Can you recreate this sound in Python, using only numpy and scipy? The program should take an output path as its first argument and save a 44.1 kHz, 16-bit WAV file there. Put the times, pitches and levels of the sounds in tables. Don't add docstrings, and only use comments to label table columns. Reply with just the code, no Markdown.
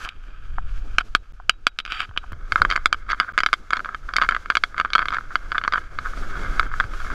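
import sys
import numpy as np
from scipy import signal
from scipy.fft import rfft, irfft, next_fast_len
from scipy.io import wavfile
from scipy.ndimage import uniform_filter1d

SR = 44100
rng = np.random.default_rng(int(sys.argv[2]) if len(sys.argv) > 2 else 0)


def bounce(signal):
    frames = np.transpose(np.atleast_2d(signal))
    limited = np.clip(frames, -1, 1)
    pcm = np.round(limited * 32767).astype(np.int16)
    wavfile.write(sys.argv[1], SR, pcm)


N = 314854
RING_SAMPLES = 4096


def undb(db):
    return 10 ** (np.asarray(db) / 20)


def unit(x):
    return x / np.sqrt(np.mean(x ** 2))


def curve(table):
    time_s, *columns = np.transpose(table)
    return [np.interp(np.arange(N) / SR, time_s, column) for column in columns]


def colour(x, points):
    size = next_fast_len(N)
    hz, db = np.transpose(points)
    bin_hz = np.arange(size // 2 + 1) * SR / size
    gain = undb(np.interp(np.log(bin_hz + 1), np.log(hz), db))
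    return irfft(rfft(x, size) * gain, size)[:N]


def walk(rate_hz):
    hold = int(SR / rate_hz)
    steps = np.repeat(rng.standard_normal(N // hold + 1), hold)
    return uniform_filter1d(uniform_filter1d(steps, hold), hold)[:N]


# (time [s], thump level [dB], rush level [dB])
WIND_LEVELS = [(0, -37.5, -62.5), (.42, -30, -61.5), (.55, -20.5, -59.5), (.92, -24.5, -54.5),
               (1.05, -32.5, -61.5), (1.8, -41.5, -66), (2.38, -30.5, -56), (2.6, -27.5, -44.5),
               (2.84, -29.5, -55.5), (3.78, -41, -54), (4.2, -31.5, -53.5), (4.61, -36, -53.5),
               (5.89, -31.5, -52), (6.5, -21.5, -39.5), (6.7, -25.5, -50.5), (6.88, -28.5, -46.5),
               (7.14, -25.5, -43)]
# (frequency [Hz], density [dB per Hz])
THUMP_SPECTRUM = [(15, 3), (28, 3), (60, -11.5), (130, -26), (250, -46.5), (500, -86.5)]
RUSH_SPECTRUM = [(80, 0), (170, -1), (320, -1), (700, -8), (1200, -17), (2500, -54.5)]
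HISS_SPECTRUM = [(1500, -2.5), (3000, -5.5), (6500, -8.5), (9000, -19.5), (11000, -18.5), (15000, -31)]
HISS_OVER_RUSH_DB = -5
BURST_DB, BURST_S = -42, 0.069


def wind():
    thump_db, rush_db = curve(WIND_LEVELS)
    t = np.arange(N) / SR
    burst = undb(BURST_DB) * np.clip(2 - 2 * t / BURST_S, 0, 1)
    hiss_gain = undb(rush_db + HISS_OVER_RUSH_DB) + burst
    thump = unit(colour(rng.standard_normal(N), THUMP_SPECTRUM)) * undb(2 * walk(16))
    rush = unit(colour(rng.standard_normal(N), RUSH_SPECTRUM)) * undb(4.6 * walk(25))
    hiss = unit(colour(rng.standard_normal(N), HISS_SPECTRUM)) * undb(4.0 * walk(25))
    return undb(thump_db) * thump + undb(rush_db) * rush + hiss_gain * hiss


# (time [s], level before decay [dB], frequency [Hz])
HULL_BUMPS = [(2.09, -28, 90), (2.332, -29, 110), (2.531, -28, 100), (2.607, -21.5, 92), (6.844, -23, 98)]


def bumps():
    t = np.arange(N) / SR
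    out = np.zeros(N)
    for start_s, db, hz in HULL_BUMPS:
        age_s = np.maximum(t - start_s, 0)
        out += undb(db) * np.sin(2 * np.pi * hz * age_s) * np.exp(-age_s * hz)
    return out


def ring(modes, detune, scatter_db, count):
    hz, db, t60_s = np.transpose(modes)[:, None, :, None]
    chance = rng.standard_normal((count, len(modes), 2))
    t = np.arange(RING_SAMPLES) / SR
    sense = (-1.) ** np.arange(len(modes))[:, None]
    mode_hz = hz * (1 + detune * chance[..., :1])
    waves = np.exp(-np.log(1000) * t / t60_s) * np.sin(2 * np.pi * mode_hz * t)
    mode_gain = undb(db + scatter_db * chance[..., 1:])
    out = (sense * mode_gain * waves).sum(axis=1)
    return out / abs(out).max(axis=1, keepdims=True)


def slips(rate_hz, spread_db, flurry_db):
    fall, size = rng.random((N, 2)).T
    taps = (fall < rate_hz / SR) * undb(-spread_db * np.log(1 - size)) * rng.standard_normal(N)
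    grain = 0.74 * rng.standard_normal(N)
    flurries = (unit(taps) + grain) * undb(flurry_db * walk(110))
    return unit(colour(flurries, [(3000, -3.5), (12000, -10.5)]))


RUB_SWELL_DB = 11


def rub(start_s, end_s):
    t = np.arange(N) / SR
    place = np.clip((2 * t - start_s - end_s) / (end_s - start_s), -1, 1)
    gate = uniform_filter1d(1. * (abs(place) < 1), size=200)
    return gate * undb(-RUB_SWELL_DB * place ** 2)


# (frequency [Hz], relative level [dB], t60 [s])
DEEP_MODES = [(722, -7, 0.029), (997, 1.5, 0.013)]
LOW_MODES = [(1274.4, 2, 0.015), (1611, 3, 0.0084), (1429, -7, 0.016)]
MIDDLE_MODES = [(2143, 2.5, 0.014), (3100, -12.5, 0.023), (3346, -8, 0.017)]
HIGH_MODES = [(3625, 2.5, 0.011), (4106, -11.5, 0.028), (4614, 4, 0.016), (5760, -12, 0.012),
              (6730, -2.5, 0.0037), (10040, -47.5, 0.0027), (13000, -53.5, 0.0024)]
MIDDLE_MODES_BEFORE = [(2406, 4, 0.0049), (3060, 0.5, 0.0087), (3274, -1.5, 0.0072), (3840, -44.5, 0.17)]
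TURN_S = 2.33
# (time [s], level [dB])
SLIDE_LEVELS = [(0, -40), (.15, -58.5), (.95, -55.5), (1.05, -63), (1.8, -68.5), (2.1, -62.5),
                (2.75, -45.5), (2.9, -55), (3.27, -48), (3.65, -57.5), (4.05, -54.5), (4.34, -47.5),
                (4.6, -57), (4.85, -49.5), (5.9, -50), (6.42, -38.5), (6.9, -46.5), (7.14, -36.5)]
# (start [s], end [s], mid-rub level [dB], middle ring minus low [dB])
ROUGH_RUBS = [(0, 0.093, -37.5, -12.5), (0.999, 1.017, -30.5, -5.5), (1.872, 2.056, -34, -1.5),
              (2.225, 2.249, -39, -22), (2.573, 2.599, -32, -16), (2.692, 2.753, -32, -7),
              (3.083, 3.14, -27, -7.5), (3.202, 3.249, -31.5, -13.5), (3.267, 3.322, -38.5, -25),
              (3.722, 3.781, -28, -13.5), (3.837, 3.954, -40, -19), (4.083, 4.118, -35.5, -29),
              (4.207, 4.268, -26.5, -15), (4.296, 4.376, -37, -15), (4.5, 4.522, -25.5, -13),
              (4.762, 4.818, -35, -11), (4.98, 5.033, -29, -15), (5.119, 5.172, -24.5, -15),
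              (5.306, 5.332, -35.5, -26), (5.545, 5.584, -29.5, -17.5), (5.721, 5.788, -28.5, -15.5),
              (6.039, 6.083, -30.5, -22)]
BRIGHT_BEFORE_DB, BRIGHT_AFTER_DB = -7.5, -12


def scrape():
    slide_db, = curve(SLIDE_LEVELS)
    t = np.arange(N) / SR
    before = t < TURN_S
    bright_db = np.where(before, BRIGHT_BEFORE_DB, BRIGHT_AFTER_DB)
    steady = slips(2500, spread_db=2.5, flurry_db=3)
    rough = slips(2200, spread_db=2.5, flurry_db=4.5)
    rub_push, rub_bright = np.zeros(N), np.zeros(N)
    for start_s, end_s, db, hard_db in ROUGH_RUBS:
        envelope = rub(start_s, end_s)
        rub_push += envelope * undb(db)
        rub_bright += envelope * undb(db + hard_db)
    push = undb(slide_db) * steady + rough * rub_push
    bright = undb(slide_db + bright_db) * steady + rough * rub_bright

    def through(force, modes):
        shape = ring(modes, detune=0, scatter_db=0, count=1)[0]
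        return signal.fftconvolve(force, shape / np.linalg.norm(shape))[:N]

    middle = np.where(before, through(bright, MIDDLE_MODES_BEFORE), through(bright, MIDDLE_MODES))
    low = through(push, LOW_MODES) + undb(-17.5) * through(push, DEEP_MODES)
    return low - middle - undb(-11) * through(bright, HIGH_MODES)


RATTLE_PER_S = 35
RATTLE_OVER_RUB_DB, RATTLE_SPREAD_DB = 9, 4


def rattle():
    rows = []
    for start_s, end_s, db, hard_db in ROUGH_RUBS:
        length_s = end_s - start_s
        when, size = rng.random((int(np.ceil(RATTLE_PER_S * length_s)), 2)).T
        level_db = db + RATTLE_OVER_RUB_DB + RATTLE_SPREAD_DB * (2 * size - 1)
        rows += zip(start_s + when * length_s, level_db, hard_db + 0 * size)
    return rows


# (time [s], low ring peak before contact shaping [dB], hardness as middle ring minus low [dB])
BLOWS = [(0.049, -24, 3), (0.0897, -39.5, 20), (0.583, -16.5, -22), (0.984, -2, 2.5), (1.1501, 0.5, 2),
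         (1.3994, -34, -28.5), (1.4951, -0.5, 3), (1.6682, -2, 4.5), (1.7884, -18, 11), (1.8012, -23.5, 6),
         (1.8515, -25, 6), (1.8618, -25.5, 5), (1.921, -19, 7.5), (2.092, -36, -5), (2.111, -33, -14),
         (2.1635, -22.5, -11), (2.1752, -13.5, 5.5), (2.319, -27.5, -11), (2.3301, -24, -11),
         (2.5213, -5.5, -3.5), (2.558, -1.5, -13), (2.6182, 4.5, -15), (2.65, -1, -15.5),
         (2.7018, -12, -0.5), (2.712, -10, -1), (2.7236, -8.5, -8), (2.757, -10.5, -15),
         (2.7617, -6.5, -3.5), (2.776, -11, -17), (2.858, 0, -2), (2.9276, -3.5, -2.5), (2.944, -16.5, -9),
         (3.0905, -17, -17), (3.102, -13, -5), (3.118, -16.5, 1), (3.1308, -7.5, -21), (3.1457, -19.5, -14),
         (3.2, -3, -2.5), (3.2089, -10, -17), (3.378, -4, -4), (3.3829, -8.5, -8), (3.3876, -8, -1.5),
         (3.4038, -7.5, -4), (3.4342, -5, -7.5), (3.4621, -3.5, -3.5), (3.4875, -18.5, -11),
         (3.53, -3, -2.5), (3.5374, -7, -3.5), (3.706, -11.5, -5.5), (3.7323, -2, -9), (3.7689, -12, -6.5),
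         (3.772, -13, -26), (3.7933, -15, -12.5), (3.803, -18, -15), (3.8465, -17.5, -9.5),
         (3.858, -16.5, -14), (3.89, -17.5, -20), (3.9462, -12.5, -13), (4.0897, -16, -17),
         (4.137, -12.5, -7), (4.1599, -11, -16), (4.1653, -11, 7.5), (4.184, -5, -10), (4.198, -17, -17),
         (4.2154, -4.5, -8.5), (4.2211, -5, -8.5), (4.2353, -9, -11.5), (4.2464, -14, -13),
         (4.2894, -3, -5.5), (4.31, -13, -7.5), (4.322, -9, -14), (4.348, -13.5, -6.5),
         (4.3645, -9.5, -11.5), (4.4586, -19, -11), (4.5014, -1, -9.5), (4.5531, -7.5, -1.5),
         (4.5697, -4, -4), (4.6371, -4.5, -2.5), (4.744, -21, -15), (4.78, -14, -5), (4.7993, -4, -8.5),
         (4.8112, -8.5, -11), (4.8486, -8.5, -14.5), (4.857, -12.5, -18), (4.903, -23, -4),
         (4.9333, -13, 4), (4.952, -2.5, -7), (4.9572, -3, -10), (4.981, -8, -9.5), (4.9916, -4, -10.5),
         (5.02, -11.5, -13.5), (5.0265, -9.5, -16), (5.056, -12, -7), (5.0842, -11.5, -3.5),
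         (5.1051, -16, -8), (5.12, -18, -14), (5.126, -15, -10), (5.137, -15, -7), (5.145, -12.5, -5.5),
         (5.1844, -11.5, -17), (5.209, -23, -21), (5.3554, -3.5, -7), (5.5184, -10, -10), (5.525, -14, -16),
         (5.5467, -14.5, -20), (5.5533, -13, -27), (5.5808, -7, -7.5), (5.6142, -16.5, -14),
         (5.6381, -11.5, -8.5), (5.649, -11.5, -15), (5.657, -20, -15), (5.678, -3.5, -11.5),
         (5.7235, -15, -1.5), (5.736, -6, -8), (5.7427, -11, -16), (5.7571, -8.5, -17.5), (5.779, -8, -18),
         (5.9875, -11.5, -11), (6.135, -21, -22), (6.5957, -1.5, -6.5), (6.6103, -13, -33),
         (6.6298, -15, -13.5), (6.715, -19.5, -25), (6.739, -13.5, -21), (6.8002, -4, -12.5),
         (6.8066, -5, -21), (6.8399, -19.5, -11), (6.936, -21.5, -12), (7.002, -22, -12),
         (7.1021, -17, -15)]


def knocks():
    start_s, db, hard_db = np.transpose(BLOWS + rattle())[:, :, None]
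    count, t, before = len(start_s), np.arange(RING_SAMPLES) / SR, start_s < TURN_S
    low = ring(LOW_MODES, detune=.02, scatter_db=1.5, count=count)
    middle_before = ring(MIDDLE_MODES_BEFORE, detune=.006, scatter_db=2.5, count=count)
    middle_after = ring(MIDDLE_MODES, detune=.04, scatter_db=4, count=count)
    middle = np.where(before, middle_before, middle_after)
    high = ring(HIGH_MODES, detune=.03, scatter_db=4, count=count)
    deep = ring(DEEP_MODES, detune=0, scatter_db=0, count=count)
    high_db = 1.29 * hard_db + np.where(before, -13, -4.0)
    deep_db = np.where(before, -17.0 - 0.64 * hard_db, -20)
    body = low + undb(deep_db) * deep - undb(hard_db) * middle - undb(high_db) * high
    thud = -undb(np.where(before, -14, -22)) * np.sin(2 * np.pi * 230 * t) * np.exp(-t / 0.0017)
    burst = np.diff(rng.standard_normal((count, len(t) + 1))) * np.exp(-t / 0.0003)
    crack_band = signal.butter(2, (1800, 7000), "band", fs=SR, output="sos")
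    crack = signal.sosfilt(crack_band, burst * undb(high_db - 21.5))
    chatter = rng.standard_normal((count, len(t))) * np.exp(-t / 0.0055) * undb(-32)
    chatter_ring = signal.fftconvolve(chatter, body, axes=1)[:, :len(t)]
    contact_s = 0.00018 * undb(-.5 * hard_db)
    contact = 1 - np.exp(-(t / contact_s) ** 2)
    sound = undb(db) * contact * (body + thud + crack + chatter_ring)
    out = np.zeros(N + len(t))
    np.add.at(out, (start_s * SR).astype(int) + np.arange(len(t)), sound)
    return out[:N]


# (frequency [Hz], gain [dB])
RIGHT_RESPONSE = [(100, 0), (300, .4), (600, .8), (1200, .8), (2500, 1.3), (5000, 1.2), (9000, .5),
                  (13000, -.4)]


def scene():
    shell = knocks() + scrape()
    port = shell + bumps() + wind()
    apart = undb(-29) * np.diff(np.roll(shell, 9), prepend=0) * unit(walk(30))
    return np.array([port + apart, colour(port, RIGHT_RESPONSE) - apart]) * undb(-.4)


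# (start [s], start of fade back in [s])
SILENCES = [(1.3229, 1.3335), (2.3229, 2.3295), (3.3229, 3.334)]
FADE_S, TOP_HZ = .002, 15400


def record(dry):
    saturated = dry / (1 + abs(dry) ** 6.0) ** (1 / 6.0)
    t = np.arange(N) / SR
    silent = sum((t > start_s) * np.clip((end_s - t) / FADE_S + 1, 0, 1) for start_s, end_s in SILENCES)
    top_cut = signal.ellip(8, .2, 70, TOP_HZ, fs=SR, output="sos")
    return signal.sosfilt(top_cut, saturated * (1 - silent))


dry = scene()
out = record(dry)
bounce(out)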